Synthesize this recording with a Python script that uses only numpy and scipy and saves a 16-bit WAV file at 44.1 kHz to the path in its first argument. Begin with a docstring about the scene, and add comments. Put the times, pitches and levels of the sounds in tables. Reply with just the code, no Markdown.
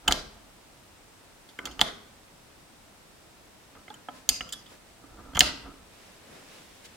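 """In a hard-walled hallway, batteries are pushed one by one into the plastic compartment of a door lock.
Each cell taps the tray, grinds over its spring and snaps home: every touch is a hit plus tiny slips
that make door, casing, cell and spring ring briefly. Hard presses sway the panelled door, and cells
creep along the tray. Fingers rub and a sleeve rustles (shaped noise) over the quiet room's hush.
"""
import sys
import numpy as np
from scipy import signal
from scipy.io import wavfile

SR = 44100
rng = np.random.default_rng(int(sys.argv[2]) if len(sys.argv) > 2 else 0)


def dump_mix(stems):
    """Bounce the given channels to the path in sys.argv[1] as a 16-bit WAV at rate SR."""
    frames = np.atleast_2d(stems).T  # one column per channel
    limited = np.clip(frames, -1, 1)  # hard clip at full scale
    pcm = np.round(limited * 32767).astype(np.int16)
    wavfile.write(sys.argv[1], SR, pcm)


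N = 307314
TIME = np.arange(N) / SR   # t/s


def from_db(db):
    """Turn decibels into a plain gain."""
    return 10 ** (np.asarray(db) / 20)


def unit_energy(x):
    """Scale a signal so that its squares sum to one."""
    return x / np.sqrt(np.sum(x ** 2) + 1e-20)


def at_hz(points, hz):
    """Read a table between its points, along a logarithmic frequency axis."""
    points = np.array(points)
    return np.interp(np.log(hz), np.log(points[:, 0]), points[:, 1])


def band(x, low_hz, high_hz, order=2):
    """Keep only the frequencies between two limits."""
    edges = [low_hz, min(high_hz, .47 * SR)]
    return signal.sosfilt(signal.butter(order, edges, "band", fs=SR, output="sos"), x)


def resonate(x, hz, width):
    """Let one resonance ring, with gain one at its top; a wider one (in Hz) dies faster."""
    r = np.exp(-np.pi * width / SR)
    top = np.array([1, 0, -1]) * (1 - r * r) / 2
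    return signal.lfilter(top, [1, -2 * r * np.cos(2 * np.pi * hz / SR), r * r], x)


# Limits of the half-octave noise bands: f/Hz
BAND_EDGES = 22 * 2 ** np.arange(0, 10, .5)


def stereo_bands(size, likeness):
    """Yield (f/Hz, stereo noise) per half octave; likeness 1 makes left and right the same."""
    # two noise pairs take turns; the extra quarter second lets the filters settle
    white = rng.standard_normal((2, 2, size + SR // 4))
    for k, (low, high) in enumerate(zip(BAND_EDGES, BAND_EDGES[1:])):
        mid, side = band(white[k % 2], low, high)[:, -size:]
        hz = np.sqrt(low * high)
        alike = np.clip(at_hz(likeness, hz), 0, 1)
        yield hz, np.sqrt((1 + alike) / 2) * mid + np.sqrt((1 - alike) / 2) * side * [[1], [-1]]


def coloured(bands, spectrum):
    """Add up noise bands to a given tone colour; the average of both sides has rms one."""
    out = sum(from_db(at_hz(spectrum, hz)) * noise for hz, noise in bands)
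    return out / np.std(out.mean(axis=0))


# Tone colour of the hush: f/Hz, relative level per Hz/dB
HUSH_COLOUR = [(13, -37), (22, -4), (104, -4.5), (137, -9.5), (186, 2), (207, -5.5), (297, -6), (323, -22),
               (450, -5), (628, -8.5), (952, -11), (4020, -17.5), (8260, -21.5), (15200, -29), (16500, -44)]
# How alike left and right are in the hush: f/Hz, likeness (0 to 1)
HUSH_LIKENESS = [(60, 0.59), (150, 0.86), (380, 0.34), (950, 0.32), (2380, 0.082), (5980, 0.05),
                 (15000, 0.08)]


def room_tone(hush_db=-56.5, whine_hz=8230, whine_width=260, whine_db=-71.0):
    """The quiet room: steady noise, plus noise through one narrow resonance as a thin high whine."""
    hush = coloured(stereo_bands(N, HUSH_LIKENESS), HUSH_COLOUR)
    whine = resonate(rng.standard_normal((2, N)), whine_hz, whine_width)
    return from_db(hush_db) * hush + from_db(whine_db) * whine / np.std(whine)


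# How long the hallway rings, as the time to fall by 60 dB: f/Hz, t60/s
HALL_T60 = [(60, 0.98), (250, 0.71), (1000, 0.59), (3000, 0.57), (6000, 0.45), (10000, .3), (16000, 0.25)]
# Strength of that ringing: f/Hz, level/dB
HALL_COLOUR = [(60, 1), (140, -0.5), (260, 1), (450, 1), (800, -9.5), (1700, -5.5), (2500, -9),
               (3300, -18.5), (5000, -1.5), (7000, -10.5), (9500, -13.5), (16000, -27.5)]
# How alike left and right are in the hallway, also used for the rustle: f/Hz, likeness (0 to 1)
HALL_LIKENESS = [(150, 1), (400, 0.36), (1000, .25), (3000, 0.25), (12000, .1)]


def hallway(facing, spread, near_db=-11.5, near_s=0.0044, side_db=-8.0, side_s=0.0016,
            build_s=0.004, echo_s=0.069, echo_width_s=0.024, echo_db=4.0):
    """Hand and door frame scatter the sound at once; then the hallway rings, swelling as the far wall answers."""
    t = TIME[:SR]
    near = rng.standard_normal(SR) * np.exp(-t / near_s) * (t > .002)   # silent for the first 2 ms
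    near = unit_energy(band(near, 350, 16000))
    side = rng.standard_normal(SR) * np.exp(-t / side_s)
    side = unit_energy(band(side, 350, 17000, order=1))
    early = from_db(near_db) * near + from_db(side_db) * side * [[1], [-1]]
    early[:, 0] += 1   # the direct sound

    echo = from_db(echo_db * np.exp(-((t - echo_s) / echo_width_s) ** 2))
    swell = (1 - np.exp(-t / build_s)) * echo
    late = 0
    for hz, noise in stereo_bands(SR, HALL_LIKENESS):
        fading = unit_energy(swell * from_db(-60 * t / at_hz(HALL_T60, hz)))
        late = late + from_db(at_hz(HALL_COLOUR, hz)) * noise * fading

    direct = signal.fftconvolve(facing[None], early, axes=1)
    ringing = signal.fftconvolve(spread[None], late, axes=1)
    return (direct + ringing)[:, :N]


# Tone colours of the dull and the bright part of the rustle: f/Hz, relative level per Hz/dB
RUSTLE_LOW = [(100, -14), (230, 0), (550, -0.5), (900, -6), (1600, -6), (3000, -59.5)]
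RUSTLE_HIGH = [(1000, -38), (2000, 0.5), (3300, -2), (6000, -6), (10000, -11.5), (16000, -23.5)]
# Fingers and sleeve brush past: t/s at the middle, half length/s, relative level/dB,
# brightness/dB (extra level of the bright part)
BRUSHES = [(4.172, .05, -68, 9.5), (4.724, 0.043, -56.5, -2.5), (4.9, 0.044, -77, 9), (6.047, 0.18, -62, 1),
           (6.35, 0.084, -56.5, -6), (6.543, 0.091, -61.5, 0), (6.738, 0.45, -64.5, 3),
           (6.856, 0.012, -68, 16)]


def rustle(low_db=1.0, high_db=0.5):
    """Soft rubbing of fingers and sleeve: noise that swells and fades evenly with each brush."""
    bands = list(stereo_bands(N, HALL_LIKENESS))
    lows = highs = 0
    for s, half_s, db, bright_db in BRUSHES:
        swell = from_db(db) * np.exp(-((TIME - s) / half_s) ** 2)
        lows = lows + swell
        highs = highs + from_db(bright_db) * swell
    dull = from_db(low_db) * lows * coloured(bands, RUSTLE_LOW)
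    bright = from_db(high_db) * highs * coloured(bands, RUSTLE_HIGH)
    return dull + bright


def push(grind_ms, t, half_grind_ms=0.89, slip_spread_db=0.0):
    """Force of a contact: one hit, then tiny fading slips; longer grinding gives the slips more energy."""
    slips = rng.standard_normal(len(t)) * from_db(slip_spread_db * rng.standard_normal(len(t)))
    share = grind_ms ** 2 / (grind_ms ** 2 + half_grind_ms ** 2)   # half at half_grind_ms
    force = np.sqrt(share) * unit_energy(slips * np.exp(-1000 * t / grind_ms))
    force[0] += np.sqrt(1 - share)
    return force + 1e-12 * slips   # the trace of noise is inaudible


def part(force, modes, low_hz, high_hz, damping=1.0):
    """A part rings in its main modes, each struck a little differently every time."""
    scatter_db = 9.5
    rings = sum(from_db(db + rng.normal(0, scatter_db)) * resonate(force, hz, width * damping)
                for hz, width, db in modes)
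    return unit_energy(band(rings, low_hz, high_hz))


# Lowest modes of the whole door: f/Hz, width/Hz, typical relative level/dB
DOOR_SWAY = [(33, 43, 1), (46, 6.8, -3), (63, 3.4, -4.5)]
# The whole door gives under a hard press: t/s, peak level/dB
SHOVES = [(0.095, -32), (1.802, -40.5), (4.302, -50), (5.353, -29), (5.418, -32.5)]


def shoves(shove_ms=16.0):
    """An uneven press sets the door swaying on its latch, in its lowest modes."""
    out, t = np.zeros(N + SR), TIME[:SR]
    for s, db in SHOVES:
        sway = part(push(shove_ms, t), DOOR_SWAY, low_hz=23.7, high_hz=150.1)
        at = round(s * SR)
        out[at:at + SR] += from_db(db) * sway / np.abs(sway).max()
    return out[:N]


# Main modes of door and casing, also played by batteries(): f/Hz, width/Hz, typical relative level/dB
DOOR_MODES = [(64, 14, -13), (124, 9.8, -8), (151, 18, 2.5), (215, 18, 0.5), (271.6, 24, 2),
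              (360, 44, -23.5), (439, 24, -4.5), (481, 60, -25)]
CASING_MODES = [(744, 62, -5), (838, 54, 2.5), (1160, 420, -37.5), (1370, 300, 8), (1505, 38, -18),
                (1740, 400, -24), (2040, 220, 2.5)]
# The hand leans on a cell: t/s of greatest pressure, easing time/s, relative level/dB
PRESSES = [(0.1, 0.031, -33), (0.36, .05, -58), (1.66, .05, -44), (1.81, 0.02, -46.5), (3.77, .03, -51.5),
           (4.315, .04, -49), (4.43, .025, -58.5), (4.56, .08, -59.5), (5.04, .04, -55), (5.122, .04, -56),
           (5.195, 0.022, -48), (5.25, .09, -51.5), (5.33, .03, -55.5), (5.42, 0.095, -42),
           (5.66, .08, -49)]


def creeping(rise_s=0.02, sway_db=1.0, door_db=-1.0, casing_db=-3.5, slip_spread_db=4.5):
    """A pressed cell creeps along the tray in countless tiny slips: the door rumbles, the casing rasps."""
    pressure = 0
    for s, ease_s, db in PRESSES:
        distance = np.maximum((s - TIME) / rise_s, (TIME - s) / ease_s)
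        pressure = pressure + from_db(db) * np.exp(-distance)
    slips = rng.standard_normal(N) * from_db(slip_spread_db * rng.standard_normal(N))
    rings = (from_db(sway_db) * part(slips, DOOR_SWAY, low_hz=24, high_hz=150)
             + from_db(door_db) * part(slips, DOOR_MODES, low_hz=50, high_hz=620)
             + from_db(casing_db) * part(slips, CASING_MODES, low_hz=450, high_hz=970))
    return pressure * rings * np.sqrt(N)   # unit energy to unit rms


# A cell that is left free rings on: t/s, f/Hz, starting level/dB, t60/s
PINGS = [(1.588, 1497, -44.5, 0.46), (4.525, 3365, -38, 0.21)]


def pings():
    """Thin metallic after-ring of a cell that the fingers do not damp: a fading sine."""
    out = np.zeros(N)
    for s, hz, db, t60 in PINGS:
        t = np.maximum(TIME - s, 0)
        out += from_db(db - 60 * t / t60) * np.sin(2 * np.pi * hz * t)
    return out


# Contacts, all as: t/s, relative level/dB, hardness/dB, favoured f/Hz of the touched part, grinding time/ms
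# A cell knocks on the casing
KNOCKS = [(0.084, -27, 2, 850, 1.24), (0.11, -29.5, 13, 1980, 2.1), (0.1149, -30.5, 10, 676, 2.7),
          (1.589, -35, 0, 1470, 1.3), (1.67, -42, 9, 1455, 5.6), (1.794, -36, 5, 870, 3.3),
          (1.815, -27, -1, 907, 2.2), (3.751, -54, -6, 860, 3.7), (3.88, -48, -4, 720, 3),
          (3.902, -40.5, 0, 850, 1.2), (4.0855, -36, -15, 780, 3.3), (4.4075, -36.5, -12.5, 2220, 1.4),
          (5.334, -50, 2, 820, 4), (5.3555, -36, 6.5, 760, 5.2), (5.375, -27.5, 0, 760, 1.1),
          (5.412, -27, 7.5, 753, 2.4)]
# A cell's end drops into its seat (the cell itself is the touched part)
SEATINGS = [(0.077, -23, -9, 2910, 3.3), (0.0797, -19.5, 2, 3000, 1.34), (1.488, -54.5, 4.5, 3520, 12),
            (1.7931, -33.5, -7, 3400, 0.62), (1.8134, -16.5, 0, 3560, 0.5), (4.4073, -34, -8, 2850, 0.81),
            (4.532, -40, 6, 3500, 4.6), (4.66, -52.5, -3, 3370, 12), (5.356, -37, -2.5, 3380, 2),
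            (5.3695, -30.5, -0.5, 3300, 1.44), (5.4065, -11.5, 2.5, 2900, 0.4)]
# A cell slips over its spring
SLIPS = [(0.1232, -24, -3.5, 4300, 0.4), (1.6548, -36.5, -5, 3900, 3.9), (1.711, -51.5, -6, 4330, 7),
         (1.807, -38.5, -2, 4500, 3), (3.94, -52, -4.5, 7200, 3.8), (4.29, -25.5, 3.5, 6600, 1.7),
         (4.2918, -31, 5.5, 4700, 2.8), (4.49, -49, -5, 7150, 5), (4.524, -42.5, 4, 7600, 6.2),
         (5.349, -38.5, -10.5, 5300, 5), (5.3926, -31, 10, 6700, 0.46)]
# How each kind shares its energy: level/dB of door, casing, cell, spring, crack (before hardness)
KNOCK_SHARE = (-9, 0, -10, -19, -35)
SEATING_SHARE = (-18, -8, 0, -8, -25)
SLIP_SHARE = (-19, -12, 0.5, 2.5, -11)


def contacts(casing_hz=1812, cell_hz=3280, spring_hz=4597, grip_spread=.025, crack_per_hardness=1.4):
    """Yield each touch as (t/s, five levels/dB, three pitches/Hz, grinding/ms); hard ones excite more treble."""
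    kinds = [(KNOCKS, KNOCK_SHARE), (SEATINGS, SEATING_SHARE), (SLIPS, SLIP_SHARE)]
    hardness_effect = np.array([0, 0, 0, 1, crack_per_hardness])   # only spring and crack
    for touched, (rows, share_db) in enumerate(kinds):
        for s, db, hardness_db, hz, grind_ms in rows:
            levels_db = db + np.array(share_db) + hardness_db * hardness_effect
            # the grip shifts the untouched parts a little
            grip = 1 + grip_spread * rng.standard_normal(size=3)
            pitches = np.array([casing_hz, cell_hz, spring_hz]) * grip
            pitches[touched] = hz
            yield s, levels_db, pitches, grind_ms


def clamping(grind_ms):
    """A cell that snaps straight home is held at once: its modes die up to five times faster."""
    return min(1 + (.45 / grind_ms) ** 4, 5)


def favour(ring, hz, width, lift_db):
    """The place of the touch and the grip bring out one pitch."""
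    return unit_energy(ring + from_db(lift_db) * resonate(ring, hz, width))


def crowd(force, low_hz, high_hz, t60):
    """Between the main modes lie many weak ones: together a brief noisy ring."""
    t = TIME[:len(force)]
    ring = rng.standard_normal(len(t)) * from_db(-60 * t / t60)
    return unit_energy(band(signal.fftconvolve(force, ring)[:len(t)], low_hz, high_hz))


# Main modes of cell, spring and the crack on top: f/Hz, width/Hz (before clamping), typical relative level/dB
CELL_MODES = [(3020, 180, 13), (3234, 300, 7.5), (3520, 380, -5), (3573, 710, -3)]
SPRING_MODES = [(4100, 500, -15), (4590, 590, 1), (5640, 1000, 4.5), (6400, 760, -6.5), (6700, 550, 17),
                (7830, 600, -10)]
CRACK_MODES = [(8800, 810, -11.5), (9920, 420, 4), (11300, 920, -10.5), (13270, 3700, -1),
               (15200, 4400, -11)]
# Weak, crowded modes of door, casing, cell, spring and crack, in that order: lowest f/Hz, highest f/Hz, t60/s
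CROWDS = [(145, 550, 0.067), (590, 1430, 0.05), (2690, 3580, 0.0024), (3900, 14000, 0.02),
          (7800, 18000, 0.015)]


def batteries(near_crowd_db=-7.0, far_modes_db=-4.5, far_crowd_db=-1.0):
    """Each touch drives all parts at once: one mix faces the listener, an evener one spreads into the hallway."""
    out, t = np.zeros((2, N + SR)), TIME[:SR // 3]
    for s, levels_db, (casing_hz, cell_hz, spring_hz), grind_ms in contacts():
        force, damping = push(grind_ms, t), clamping(grind_ms)
        door = part(force, DOOR_MODES, low_hz=50, high_hz=574)
        casing = part(force, CASING_MODES, low_hz=566, high_hz=2420)
        casing = favour(casing, casing_hz, width=110, lift_db=14.5)
        cell = part(force, CELL_MODES, low_hz=2670, high_hz=4430, damping=damping)
        cell = favour(cell, cell_hz, width=220 * damping, lift_db=31.0)
        spring = part(force, SPRING_MODES, low_hz=3700, high_hz=8350, damping=damping)
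        spring = favour(spring, spring_hz, width=600 * damping, lift_db=17.0)
        crack = part(force, CRACK_MODES, low_hz=7900, high_hz=16500)
        main = np.array([door, casing, cell, spring, crack])
        weak = np.array([crowd(force, *row) for row in CROWDS])
        # each part is also shoved bodily: a toneless knock that spreads in all directions
        knock = np.array([unit_energy(band(force, low_hz, high_hz)) for low_hz, high_hz, _ in CROWDS])

        facing = main + from_db(near_crowd_db) / damping * weak
        spread = knock + from_db(far_modes_db) * main + from_db(far_crowd_db) * weak
        gains = np.sqrt(SR / 100) * from_db(levels_db)   # levels count as rms over 10 ms
        at = round(s * SR)
        for way, blend in enumerate([facing, spread]):
            rings = np.array([unit_energy(ring) for ring in blend])
            out[way, at:at + len(t)] += gains @ rings
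    return out[:, :N]


def scene():
    """Clicks and thuds in the hallway, over rustle and room tone."""
    background = rustle() + room_tone()
    creep = creeping()
    facing, spread = batteries()
    facing = facing + creep + pings() + shoves()
    spread = spread + from_db(-8.5) * creep
    return hallway(facing, spread) + background


def record(dry, ceiling=.96, cutoff_hz=16300):
    """Round off the loudest peaks below a ceiling, then cut the top of the treble."""
    clipped = dry / (1 + (dry / ceiling) ** 8) ** (1 / 8)
    return signal.sosfilt(signal.ellip(10, .2, 80, cutoff_hz, fs=SR, output="sos"), clipped)


dry = scene()
out = record(dry)
dump_mix(out)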